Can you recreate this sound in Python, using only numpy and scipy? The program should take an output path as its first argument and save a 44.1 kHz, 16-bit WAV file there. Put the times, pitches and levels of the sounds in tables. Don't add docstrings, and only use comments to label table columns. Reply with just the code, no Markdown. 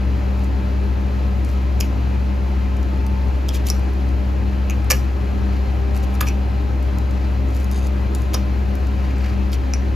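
import sys
import numpy as np
from scipy import signal
from scipy.fft import rfft, irfft, next_fast_len
from scipy.io import wavfile
from scipy.ndimage import map_coordinates

SR = 44100
rng = np.random.default_rng(int(sys.argv[2]) if len(sys.argv) > 2 else 0)


def transcribe(signal):
    frames = np.atleast_2d(signal).T
    limited = np.clip(frames, -1, 1)
    pcm = np.round(limited * 32767).astype(np.int16)
    wavfile.write(sys.argv[1], SR, pcm)


N = 438794
TIME = np.arange(N) / SR
SIDES = np.array([[1], [-1]]) / 2


def amp(db):
    return 10 ** (np.asarray(db) / 20)


def unit(x):
    return x / np.sqrt(np.mean(x ** 2) + 1e-20)


def along(points, hz):
    freqs, values = np.transpose(points)
    return np.interp(np.log(hz + 1), np.log(freqs + 1), values)


def wobble(rate):
    return map_coordinates(rng.standard_normal(int(N * rate / SR) + 4), [TIME * rate])


def swell(middle, half):
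    return np.exp(-np.minimum(((TIME - middle) / half) ** 2, 100) / 2)


def add(track, s, sound):
    start = round(s * SR)
    track[start:start + len(sound)] += sound[:N - start]


def filtered(x, response):
    n = x.shape[-1]
    padded = next_fast_len(n + n // 8, True)
    hz = np.fft.rfftfreq(padded, 1 / SR)
    return irfft(rfft(x, padded) * response(hz), padded)[..., :n]


def ring(x, modes):
    def response(f):
        return sum((-1) ** k * amp(db) * 1j * f * width / (hz * hz - f * f + 1j * f * width)
                   for k, (hz, width, db) in enumerate(modes))
    return filtered(x, response)


def burst(modes, rise, span):
    t = np.arange(SR // 40) / SR
    tear = rng.standard_normal(len(t)) * (t / rise) ** 2 * np.exp(-2 * t / rise)
    sound = ring(tear, modes)
    return sound / np.linalg.norm(sound) * np.sqrt(span * SR)


def ping(modes, span):
    sound = ring(ring(signal.unit_impulse(SR // 40), modes), modes)
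    return sound / np.linalg.norm(sound) * np.sqrt(span * SR)


# (frequency [Hz], likeness [0 to 1])
LIKENESS = [(60, 0.54), (130, 0.79), (290, 0.67), (640, 0.044), (1400, 0.028), (2400, 0.81), (4000, 0.98),
            (15000, 1)]
def diffuse(pair):
    def shares(hz):
        angle = np.arccos(np.clip(along(LIKENESS, hz), -1, 1)) / 2
        return np.array([np.cos(angle), np.sin(angle)])
    mid, side = filtered(pair, shares)
    return np.array([mid + side, mid - side])


# (pitch [Hz], level [dB], waver [dB], left over right [dB])
HUM_TONES = [(65.93, -18.6, .3, 1.65), (197.85, -35, 2, 5)]
def fan_hum():
    hum = np.zeros((2, N))
    for hz, db, waver, pan in HUM_TONES:
        gain = np.sqrt(2) * amp(db + waver * wobble(7) + SIDES * pan)
        hum += gain * np.sin(2 * np.pi * hz * TIME + waver / 12 * wobble(3))
    return hum


# (frequency [Hz], relative level [dB])
AIR_COLOUR = [(15, -67), (45, 3), (85, 7), (165, -9), (310, -2.4), (500, -7.5), (850, -10), (1400, -16),
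              (2000, -18), (2600, -19.5), (3200, -25.5), (4000, -27), (4700, -29.5), (7000, -37),
              (12000, -41.5), (15500, -43.5)]
# (pitch [Hz], width [Hz], relative level [dB])
DUCT_MODES = [(101.2, 6.2, -1.5), (110.3, 7.3, -0.5), (134.3, 7.2, -5), (198.7, 6.8, -2), (265.8, 6, -4),
              (298, 8.2, -13), (337.4, 6, -10.5), (400.5, 4.7, -7.5), (601.6, 7.5, -11.5)]
def fan_air(air_db, duct_db, ripple_db=2.3, ripple_step_hz=16, echo_s=.00379, echo_share=.14):
    def colour(hz):
        ripple = np.interp(hz / ripple_step_hz, np.arange(SR // 20), rng.standard_normal(SR // 20))
        reflection = echo_share * np.exp(-2j * np.pi * hz * echo_s)
        return amp(along(AIR_COLOUR, hz) + ripple_db * ripple) * (1 + reflection)
    air = unit(filtered(rng.standard_normal((2, N)), colour))
    duct = unit(ring(rng.standard_normal((2, N)), DUCT_MODES))
    waver_db = .25 * wobble(2.75) + .35 * wobble(14)
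    rush = diffuse(amp(air_db + waver_db) * air + amp(duct_db) * duct)
    left_over_right_db = [(100, 6.0), (220, 2.6), (1300, 3.7), (4400, .2)]
    return filtered(rush, lambda hz: amp(SIDES * along(left_over_right_db, hz)))


# (pitch [Hz], middle time [s], half length [s], relative level [dB])
WHISTLES = [(883, .8, .5, -52), (883, 2.4, .3, -51), (883, 3.15, .2, -45), (786, 6.15, .45, -47)]
def fan_whistles(gain_db):
    out = np.zeros(N)
    for hz, s, half, db in WHISTLES:
        gain = amp(db + gain_db + 1.2 * wobble(4.22)) * swell(s, half)
        out += gain * np.sin(2 * np.pi * hz * TIME + 0.79 * wobble(12))
    return out


# (middle time [s], half length [s], level [dB], jaw and crumb boost [dB])
STROKES = [(.448, .025, -57, -8), (1.49, 0.047, -55, -10), (3.555, 0.014, -38, 0),
           (3.685, 0.015, -31.5, -8), (3.764, .023, -55, 0), (6.037, 0.007, -47.5, -1),
           (6.143, .014, -52, -14), (6.28, 0.01, -38, -5), (7.565, 0.058, -51, -4), (8.153, 0.0025, -44, 0),
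           (8.211, 0.036, -52.5, -6), (8.338, .003, -39, 2), (9.538, 0.0095, -44.5, 6.5)]
# (pitch [Hz], width [Hz], relative level [dB])
CRACK_MODES = [(4730, 1200, -3), (6950, 1700, 1), (9800, 2100, 1.5), (11730, 1700, -2), (13900, 2100, -1.5)]
JAW_MODES = [(5720, 1100, 1)]
CRUMB_MODES = [(2470, 530, 1), (3200, 510, 1.5), (4200, 1500, -0.5)]
def scrapes(grain_db, crumb_db, jaw_db):
    crack_gain, body_gain = np.zeros((2, N))
    for s, half, db, body_db in STROKES:
        stroke = amp(db) * swell(s, half)
        crack_gain += stroke
        body_gain += stroke * amp(body_db)
    grains = rng.standard_normal((3, N)) * amp(grain_db * wobble(700))
    cracks = unit(ring(grains[0], CRACK_MODES))
    jaws = amp(jaw_db) * unit(ring(grains[1], JAW_MODES))
    crumbs = amp(crumb_db) * unit(ring(grains[2], CRUMB_MODES))
    return crack_gain * cracks + body_gain * (jaws + crumbs)


# (time [s], relative level [dB])
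TOUCHES = [(1.4481, -31), (2.768, -38), (2.83, -37), (3.0653, -29.5), (3.283, -41.5), (3.558, -27),
           (3.935, -41.5), (4.09, -41), (4.845, -36), (5.9482, -36), (5.9577, -33), (5.9652, -31),
           (5.9752, -29.5), (6.1512, -33), (6.2245, -28), (6.2845, -26.5), (6.8269, -37), (6.985, -29.5),
           (7.11, -37), (7.549, -38), (7.566, -33), (7.574, -37), (7.6, -38), (7.608, -39), (7.644, -30.5),
           (7.7138, -27), (7.7215, -34), (7.777, -35), (7.87, -30.5), (8.149, -21.5), (8.219, -35),
           (8.7535, -32.5), (8.87, -39), (9.183, -37.5), (9.5184, -32), (9.5397, -27.5)]
def ticks(crack_db, jaw_db, catches_per_stroke=3, catch_db=-39.5):
    catches = [(s + half * offset, catch_db)
               for s, half, *_ in STROKES for offset in rng.standard_normal(catches_per_stroke)]
    out = np.zeros(N)
    for s, db in list(TOUCHES) + catches:
        add(out, s, amp(db + crack_db) * burst(CRACK_MODES, rise=0.0007, span=0.0046))
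        add(out, s, amp(db + jaw_db) * ping(JAW_MODES, span=0.0015))
    return out


# (time [s], crack [dB], edge ring [dB], jaw ring [dB], jaw pitch [Hz],
# piece ring [dB], piece pitch [Hz], hollow ring [dB], toe knock [dB], foot thud [dB])
FRACTURES = [(1.8028, -24.5, -30, -33, 6030, -42, 3980, -50, -48, -38),
             (1.8057, -28, -31, -25, 5300, -34, 2580, -44, -49, -37),
             (1.8078, -21.5, -26, -25.5, 6450, -27, 3210, -45, -40, -40.5),
             (1.8093, -29, -23, -19.5, 5400, -20.5, 2580, -41, -38, -35),
             (3.4858, -28, -39, -41, 6000, -37, 3300, -48, -43, -35),
             (3.4904, -28, -46, -25, 5200, -22.5, 3330, -50, -42, -33),
             (3.6679, -28, -30, -36, 5600, -32, 3500, -50, -45, -44),
             (3.6706, -28, -32, -33, 6300, -34, 3040, -48, -45, -43),
             (3.7013, -19.5, -33, -14.5, 5560, -38, 2260, -45, -37, -34),
             (4.6986, -29, -45, -28, 6300, -23, 2560, -50, -40, -46),
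             (4.707, -34, -45, -32, 6300, -27, 2520, -52, -44, -48),
             (4.9022, -14, -21, -19, 5650, -24, 2700, -28, -23, -31),
             (4.9056, -15, -17, -20, 5250, -13.5, 2470, -18.5, -24, -28.5),
             (4.9075, -21, -24, -17, 5600, -18, 2820, -22, -27, -27),
             (4.9102, -8.5, -13, -15.5, 5730, -19, 2480, -29, -30, -27),
             (4.9131, -19, -23.5, -21, 5200, -24, 2360, -25, -27, -25),
             (4.9173, -13.5, -13, -10, 5570, -23, 2390, -26, -31.5, -24),
             (6.207, -27, -25, -32, 6800, -23, 3380, -41, -31, -41),
             (6.2094, -19.5, -23, -25, 4300, -19.5, 2580, -33, -18, -42),
             (6.2135, -21, -17.5, -28, 5040, -32, 3700, -36, -23, -44),
             (8.3353, -36, -44, -41, 5700, -39, 3280, -44, -38, -40),
             (8.3411, -24, -34, -35, 5600, -36, 2500, -42, -36, -32),
             (8.343, -23, -34, -26, 5600, -24.5, 3630, -38, -30.5, -31),
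             (8.3463, -25, -37, -19, 5570, -30, 3170, -40, -34, -31),
             (8.3505, -31, -47, -26, 5660, -36, 2480, -42, -34, -31),
             (9.7367, -31.5, -49, -18.5, 5800, -24, 2460, -44, -36, -36)]
# (pitch [times piece pitch], width [Hz], relative level [dB])
PIECE_MODES = [(1, 560, 19), (1.25, 900, -10), (1.6, 1120, 0.5)]
# (pitch [Hz], width [Hz], relative level [dB])
EDGE_MODES = [(12550, 2400, 0)]
HOLLOW_MODES = [(1760, 200, 1), (2410, 260, -2), (3020, 240, -4)]
TOE_MODES = [(1104, 156, -1.5), (1284, 113, 1), (1684, 100, -6)]
FOOT_MODES = [(512, 120, 4), (790, 290, -0.5)]
def snaps(jaw_width_hz, fibre_db=-8, fibre_lead_s=.002):
    out = np.zeros(N)
    for s, crack_db, edge_db, jaw_db, jaw_hz, piece_db, piece_hz, hollow_db, toe_db, foot_db in FRACTURES:
        piece = [(multiple * piece_hz, width, db) for multiple, width, db in PIECE_MODES]
        add(out, s, amp(crack_db) * burst(CRACK_MODES, rise=0.00051, span=0.0011))
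        add(out, s, amp(edge_db) * ping(EDGE_MODES, span=0.0008))
        add(out, s, amp(jaw_db) * ping([(jaw_hz, jaw_width_hz, 0)], span=0.0015))
        add(out, s, amp(piece_db) * ping(piece, span=0.00088))
        add(out, s, amp(hollow_db) * ping(HOLLOW_MODES, span=0.0021))
        add(out, s, amp(toe_db) * burst(TOE_MODES, rise=0.00041, span=0.0026))
        add(out, s, amp(foot_db) * burst(FOOT_MODES, rise=0.00041, span=0.0037))
        fibres = burst(CRACK_MODES, rise=0.0024, span=0.0022)
        add(out, s - fibre_lead_s, amp(crack_db + fibre_db) * fibres)
    return out


# (time [s], level [dB], pitch [Hz])
CLASHES = [(3.7009, -30, 5560), (8.3463, -32, 5350), (9.7366, -34, 5690)]
# (pitch [times clash pitch], relative level [dB])
STEEL_MODES = [(.955, -4), (1, 0), (1.05, -4), (1.82, -7)]
def clashes(ring_s):
    out = np.zeros(N)
    t = np.arange(SR // 8) / SR
    for s, db, hz in CLASHES:
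        for multiple, mode_db in STEEL_MODES:
            fade = amp(db + mode_db - 60 * t / ring_s)
            add(out, s, fade * np.sin(2 * np.pi * multiple * hz * t))
    return out


# (middle time [s], half length [s], level [dB])
GRIP_SHIFTS = [(5.55, 0.027, -45), (5.974, 0.03, -44.5), (7.25, .1, -51.5), (9.05, 0.11, -48),
               (9.273, 0.058, -43.5)]
# (pitch [Hz], width [Hz], relative level [dB])
GLOVE_MODES = [(1900, 800, 0.5), (2820, 700, -1), (4370, 1400, -7)]
def glove_rustle(grain_db):
    gain = sum(amp(db) * swell(s, half) for s, half, db in GRIP_SHIFTS)
    rubbing = rng.standard_normal(N) * amp(grain_db * wobble(130))
    return gain * unit(ring(rubbing, GLOVE_MODES))


# (middle time [s], half length [s], level [dB])
JUDDER = (6.283, 0.011, -33.5)
# (pitch [Hz], width [Hz], relative level [dB])
JUDDER_MODES = [(2460, 520, 0), (5780, 660, -1)]
def judder(grain_db):
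    s, half, db = JUDDER
    grit = rng.standard_normal(N) * amp(grain_db * wobble(450))
    ringing = ring(ring(grit, JUDDER_MODES), JUDDER_MODES)
    return amp(db) * swell(s, half) * unit(ringing)


# (time [s], relative level [dB], slip rate [per s])
SLOW_BITE = [(7.701, -62, 86), (7.74, -37, 130), (7.775, -43, 200), (7.8, -45, 330), (7.866, -40.5, 370),
             (7.895, -68, 150)]
# (pitch [Hz], width [Hz], relative level [dB])
CLAMPED_MODES = [(3660, 350, -6), (4800, 300, -5), (6400, 150, 0), (7000, 200, -8), (7950, 400, -7),
                 (9930, 250, -6), (11100, 250, -8), (13500, 400, -22)]
def creak(uneven, gain_db):
    times, db, rates = np.transpose(SLOW_BITE)
    rate = np.interp(TIME, times, rates) * np.exp(uneven * wobble(150))
    slip_count = np.floor(np.cumsum(rate) / SR)
    slips = np.diff(slip_count, prepend=0) * amp(3 * wobble(200) + 1.5 * wobble(45))
    gain = amp(np.interp(TIME, times, db, left=-120, right=-120) + gain_db)
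    return gain * unit(ring(slips, CLAMPED_MODES))


# (frequency [Hz], relative level [dB])
WALL_COLOUR = [(500, 12), (3000, 6.5), (5700, -10.5), (9000, -9), (14000, -7)]
# (frequency [Hz], time to fade by 60 dB [s])
ROOM_FADE = [(300, 0.1), (2500, 0.14), (6000, 0.29), (14000, 0.24)]
def room_echo(x, near_db, tail_db, near_fade_s, wall_delay_s=.011):
    hz, t, noise = signal.stft(rng.standard_normal((2, SR // 2)), SR, nperseg=256)
    fade = amp(along(WALL_COLOUR, hz)[:, None] - 60 * t / along(ROOM_FADE, hz)[:, None])
    _, tail = signal.istft(noise * fade, SR, nperseg=256)
    t = np.arange(tail.shape[1]) / SR
    tail *= 1 - np.exp(-np.maximum(t - wall_delay_s, 0) / 0.00088)
    near = rng.standard_normal(tail.shape) * amp(-60 * t / near_fade_s) * (t > .001)
    near *= amp(near_db) / np.linalg.norm(near[0])
    tail *= amp(tail_db) / np.linalg.norm(tail[0])
    return signal.fftconvolve(x[None], diffuse(near + tail), axes=1)[:, :N]


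def scene():
    nippers = (snaps(jaw_width_hz=1020) + clashes(ring_s=0.089) + ticks(crack_db=-9, jaw_db=-14.5)
               + scrapes(grain_db=5, crumb_db=2, jaw_db=-4) + judder(grain_db=3)
               + creak(uneven=0.8, gain_db=-5.5) + glove_rustle(grain_db=4))
    echo = room_echo(nippers, near_db=-10.5, tail_db=-10, near_fade_s=0.054)
    fan = fan_hum() + fan_air(air_db=-30, duct_db=-30.5) + fan_whistles(gain_db=5)
    return nippers + echo + fan


# (frequency [Hz], phase [radians])
LEFT_LEAD = [(20, 0), (2600, 0), (4000, -.4), (5900, -.8), (6800, -.3), (7600, 2), (9000, 3.14),
             (10500, 4.5), (12000, 6.1), (13500, 7.5), (15000, 9.3)]
def record(dry, ceiling=.9, top_hz=15750):
    stereo = filtered(dry, lambda hz: np.exp(1j * along(LEFT_LEAD, hz) * SIDES))
    rounded = stereo / (1 + np.abs(stereo / ceiling) ** 6) ** (1 / 6)
    return filtered(rounded, lambda hz: hz < top_hz)


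dry = scene()
out = record(dry)
transcribe(out)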